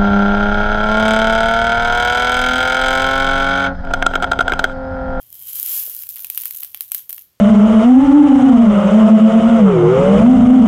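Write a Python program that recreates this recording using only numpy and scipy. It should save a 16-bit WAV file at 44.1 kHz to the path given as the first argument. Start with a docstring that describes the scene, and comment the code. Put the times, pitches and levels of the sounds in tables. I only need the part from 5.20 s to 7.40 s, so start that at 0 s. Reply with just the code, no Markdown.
"""A hand scoops dried beans in a glass bowl: they slide over one another in a swelling hiss, then settle.
Single beans then fall from the fingers onto a board, where they knock, bounce and click against their neighbours.
A small room with a low rumble."""
import sys
import numpy as np
from scipy import signal
from scipy.fft import rfft, irfft
from scipy.io import wavfile

SR = 44100
rng = np.random.default_rng(int(sys.argv[2]) if len(sys.argv) > 2 else 0)


def store_pcm(level_fs):
    """Save levels as 16-bit WAV."""
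    pcm = np.round(np.clip(level_fs, -1, 1) * 32767).astype(np.int16)
    wavfile.write(sys.argv[1], SR, np.atleast_2d(pcm).T)


N = 97020

# how hard the beans slide in the bowl: (s, dB)
SLIDE = [(0, -44), (0.085, -57), (0.15, -41), (0.21, -41), (0.25, -37), (0.295, -28), (0.32, -35), (0.36, -26), (0.44, -30), (0.485, -22.5), (0.585, -21.5), (0.63, -28.5), (0.685, -33), (0.72, -31), (0.775, -37), (0.82, -32), (0.87, -46), (1.1, -90)]  # fixed
# how much the beans then shift against each other: (s, dB)
SHIFT = [(0.84, -58), (0.9, -32.5), (0.94, -43), (0.965, -38), (1.03, -35.5), (1.09, -50), (1.14, -37.5), (1.27, -36.5), (1.3, -42), (1.35, -32), (1.44, -39.5), (1.5, -50.5), (1.74, -42.5), (1.79, -34.5), (1.84, -68.5), (1.93, -63), (1.99, -38.5), (2.08, -72)]
# colour of rubbing beans: (Hz, dB per Hz)
SLIDE_COLOUR = [(150, -56), (400, -34), (1000, -22.5), (2000, -21.5), (3000, -13.5), (4500, -15), (6000, -11.5), (9700, -10), (11000, -2), (11600, 3), (12400, 2), (13000, 2), (13700, 3.5), (15600, -4), (16300, -54)]
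SLIDE_DB, SLIDE_GRAINS_PER_S = -1, 3500  # grain rate at the height of the scoop
SHIFT_GRAINS_PER_S = 450  # fixed
GRAIN_SPREAD, CROWDING = 1.1, .5  # spread of grain sizes; how fast the rate falls with level
GRAIN_T60_S, GRAIN_SNAP = .007, 4.0  # fixed
CLUMP_DB, CLUMPS_PER_S = 1.5, 110  # beans slip in little bunches
# level of the bowl's ring: (s, dB)
BOWL = [(0, -63), (0.08, -71), (0.17, -61), (0.3, -54), (0.55, -51), (0.8, -72), (1.1, -110)]  # fixed
BOWL_HZ, BOWL_WIDTH_HZ = 3170, 270  # fixed
# a bean lands on the board: (s, click dB, knock dB)
DROPS = [(0.8358, -22.0, -40.0), (0.8689, -27.0, -45.0), (0.9658, -26.0, -38.0), (0.9734, -30.0, -37.0),
         (0.9935, -26.0, -39.0), (1.046, -17.0, -30.0), (1.1006, -12.0, -30.0), (1.1477, -21.0, -40.0),
         (1.176, -9.0, -24.0), (1.1819, -24.0, -39.0), (1.2357, -21.0, -33.0), (1.2562, -12.0, -31.0),
         (1.2634, -25.0, -38.0), (1.3089, -17.0, -34.0), (1.4269, -37.0, -39.0), (1.4332, -16.0, -32.0),
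         (1.4471, -21.0, -38.0), (1.5463, -19.0, -28.0), (1.5735, -27.0, -44.0), (1.6078, -12.0, -32.0),
         (1.7188, -10.0, -30.0), (1.747, -10.0, -31.0), (1.7506, -17.0, -33.0), (1.7951, -28.0, -41.0),
         (1.8969, -19.0, -39.0), (1.9054, -20.0, -38.0), (1.9287, -17.0, -38.0), (1.9808, -27.0, -37.0)]  # fixed
# a bean clicks against another: (s, dB)
TICKS = [(0.03, -36.0), (0.1036, -35.0), (0.1277, -26.0), (0.1429, -31.0), (0.1539, -31.0), (0.1934, -30.0),
         (0.2015, -32.0), (0.2243, -26.0), (0.3323, -20.0), (0.3568, -19.0), (0.3992, -12.0), (0.4293, -12.0),
         (0.4619, -14.0), (0.6366, -18.0), (0.6556, -19.0), (0.6649, -18.0), (0.6984, -18.0), (0.7489, -20.0),
         (0.7654, -21.0), (0.7906, -21.0), (0.8229, -23.0), (0.8908, -17.0), (0.9025, -24.0), (0.9417, -27.0),
         (0.9588, -21.0), (1.006, -25.0), (1.022, -25.0), (1.0692, -25.0), (1.1583, -24.0), (1.211, -21.0),
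         (1.2186, -18.0), (1.2724, -26.0), (1.2806, -25.0), (1.363, -22.0), (1.37, -21.0), (1.4061, -22.0),
         (1.4198, -26.0), (1.6201, -27.0), (1.8939, -21.0), (1.9455, -25.0), (1.9642, -29.0), (2.0212, -33.0)]  # fixed
# colours of the hard shell's click and of the board's knock: (Hz, dB per Hz)
CLICK_COLOUR = [(500, -55.5), (2000, -27), (4000, -18.5), (7200, -19.5), (7700, -15), (11000, -9.5), (11600, -1), (15300, -1.5), (16400, -32)]
KNOCK_COLOUR = [(150, -20), (450, -23), (800, -8), (1200, -3.5), (2000, 0), (3200, 7.5), (3800, -0.5), (5500, -1), (8000, -22)]
# colour of one bean on another, thinner than a landing: (Hz, dB per Hz)
TICK_COLOUR = [(500, -56), (2000, -30.5), (4000, -22), (7500, -17), (10000, -11.5), (11600, -0.5), (15300, -1.5), (16400, -17.5)]
DROP_DB, KNOCK_DB = 0.5, 1.5
TICK_DB, TICK_T60_S = 0.3, .006  # fixed
CLICK_T60_S, KNOCK_T60_S = .011, .012  # fixed
# first touch against the chatter after it
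CLICK_SNAP, KNOCK_SNAP = 5.0, 13.0  # fixed
# one soft, dull bump: a few cycles that swell and fade
BUMP_S, BUMP_HZ, BUMP_WIDTH_S, BUMP_DB = .679, 546, 0.00096, -40
ROOM_T60_S, ROOM_GAP_S = .28, .004  # fixed
CLICK_ROOM_DB, KNOCK_ROOM_DB, TICK_ROOM_DB = -8.5, -10.5, -8  # fixed
SLIDE_ROOM_DB = -6.5
ECHOES_PER_S, ECHO_UNEVEN_DB = 350, 1  # reflections arrive in bunches
# the rumble eases off: (s, dB)
RUMBLE = [(0, -64.5), (0.3, -63.5), (0.8, -66.5), (1.4, -70), (2.2, -71)]
# colours of the rumble and of the faint hiss: (Hz, dB per Hz)
RUMBLE_COLOUR = [(20, -26), (40, -10), (65, 0), (100, 5.5), (125, 1), (190, -11.5), (400, -17), (1500, -34)]
FLOOR_COLOUR = [(100, 2.5), (400, 4.5), (1000, -1), (5000, 1), (15000, -8)]
FLOOR_DB = -66.5
CUTOFF_HZ = 17000  # fixed
TIME = np.arange(N) / SR


def from_db(db):
    """Decibels to gain."""
    return 10 ** (np.asarray(db) / 20)


def unit_energy(x):
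    """Scaled to a total energy of 1."""
    return x / np.sqrt(np.sum(x ** 2) + 1e-20)


def rms_one(x):
    """Scaled to an rms of 1."""
    return unit_energy(x) * np.sqrt(len(x))


def in_time(curve):
    """A curve's value at every sample."""
    return np.interp(TIME, *np.transpose(curve))


def through(x, response):
    """A sound passed through an impulse response."""
    return signal.fftconvolve(x, response)[:len(x)]


def body(colour, size=2048):
    """Causal (minimum-phase) impulse response with the given spectrum."""
    hz, db = np.transpose(colour)
    grid = np.maximum(np.arange(size // 2 + 1) * SR / size, 1)
    cepstrum = irfft(np.log(from_db(np.interp(np.log(grid), np.log(hz), db))))
    cepstrum[1:size // 2] *= 2
    cepstrum[size // 2 + 1:] = 0
    return unit_energy(irfft(np.exp(rfft(cepstrum))))


def dying_noise(t60, size):
    """Noise that falls 60 dB in t60 seconds."""
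    return rng.standard_normal(size) * np.exp(-np.log(1000) * TIME[:size] / t60)


def contact(t60, snap, size=2048):
    """One hard touch: a snap and a few milliseconds of chatter."""
    burst = dying_noise(t60, size)
    burst[0] = snap
    return unit_energy(burst)


def room_tail(size=14000):
    """The room's diffuse answer to a click at one spot; it starts just after the direct sound."""
    bunches = np.interp(TIME[:size] * ECHOES_PER_S, np.arange(size), rng.standard_normal(size))
    return unit_energy(dying_noise(ROOM_T60_S, size) * from_db(ECHO_UNEVEN_DB * bunches) * (TIME[:size] > ROOM_GAP_S))


def strikes(times, levels_db, colour, t60, snap, room_db):
    """A fresh contact and room tail at each time; the level is the energy spread over one millisecond."""
    direct, wet, response = np.zeros(N + SR), np.zeros(N + SR), body(colour)
    for s, db in zip(times, levels_db):
        hit, tail = unit_energy(through(contact(t60, snap), response)), room_tail()
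        start, gain = int(s * SR), from_db(db) * np.sqrt(SR / 1000)  # fixed
        direct[start:start + len(hit)] += gain * hit
        wet[start:start + len(tail)] += gain * tail
    return direct[:N] + from_db(room_db) * through(wet[:N], response)


def grains(rate, count=16):
    """Random touches of many beans at the given rate, in little bunches; rms 1."""
    sizes = from_db(GRAIN_SPREAD * np.minimum(rng.exponential(1, N), 2)) * np.sign(rng.standard_normal(N))
    clumps = np.interp(TIME * CLUMPS_PER_S, np.arange(N), np.tanh(rng.standard_normal(N)))
    clicks = sizes * from_db(CLUMP_DB * clumps) * (rng.random(N) < rate / SR) / np.sqrt(rate)
    dealt = rng.integers(0, count, N)
    return rms_one(sum(through(clicks * (dealt == k), contact(GRAIN_T60_S, GRAIN_SNAP)) for k in range(count)))


def rustle(curve, top_rate):
    """The harder the beans move, the denser and louder their touches."""
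    db = in_time(curve)
    rate = top_rate * from_db(CROWDING * np.maximum(db - db.max(), -20))
    return rms_one(through(grains(rate), body(SLIDE_COLOUR))) * from_db(db)


def bowl():
    """Beans brushing the glass keep one narrow resonance ringing."""
    peak = signal.iirpeak(BOWL_HZ, BOWL_HZ / BOWL_WIDTH_HZ, fs=SR)
    return rms_one(signal.lfilter(*peak, signal.lfilter(*peak, grains(SLIDE_GRAINS_PER_S)))) * from_db(in_time(BOWL))


def falling_beans():
    """Each landing is a bright click of the shell and a duller knock of the board."""
    s, click_db, knock_db = np.transpose(DROPS)
    return (strikes(s, click_db + DROP_DB, CLICK_COLOUR, CLICK_T60_S, CLICK_SNAP, CLICK_ROOM_DB)
            + strikes(s, knock_db + KNOCK_DB, KNOCK_COLOUR, KNOCK_T60_S, KNOCK_SNAP, KNOCK_ROOM_DB))


def ticking_beans():
    """Single beans that stand out of the rustle."""
    s, db = np.transpose(TICKS)
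    return strikes(s, db + TICK_DB, TICK_COLOUR, TICK_T60_S, CLICK_SNAP, TICK_ROOM_DB)


def bump():
    """A soft, rounded bump."""
    age = TIME - BUMP_S
    return from_db(BUMP_DB) * np.sin(2 * np.pi * BUMP_HZ * age) * np.exp(-.5 * (age / BUMP_WIDTH_S) ** 2)


def room_tone():
    """Low rumble and faint hiss."""
    rumble, hiss = (rms_one(through(rng.standard_normal(N + SR), body(c, size=8192))[SR:]) for c in (RUMBLE_COLOUR, FLOOR_COLOUR))
    return from_db(in_time(RUMBLE)) * rumble + from_db(FLOOR_DB) * hiss


def scene():
    """The scoop, then single beans, heard in the room."""
    handling = from_db(SLIDE_DB) * rustle(SLIDE, SLIDE_GRAINS_PER_S) + rustle(SHIFT, SHIFT_GRAINS_PER_S) + bowl() + bump()
    wet = from_db(SLIDE_ROOM_DB) * through(handling, room_tail())
    return (handling + wet + falling_beans() + ticking_beans() + room_tone())[None]


def record(dry):
    """The top of the treble is cut steeply."""
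    return signal.sosfilt(signal.cheby2(16, 60, CUTOFF_HZ, fs=SR, output="sos"), dry)  # fixed


dry = scene()
out = record(dry)
store_pcm(out)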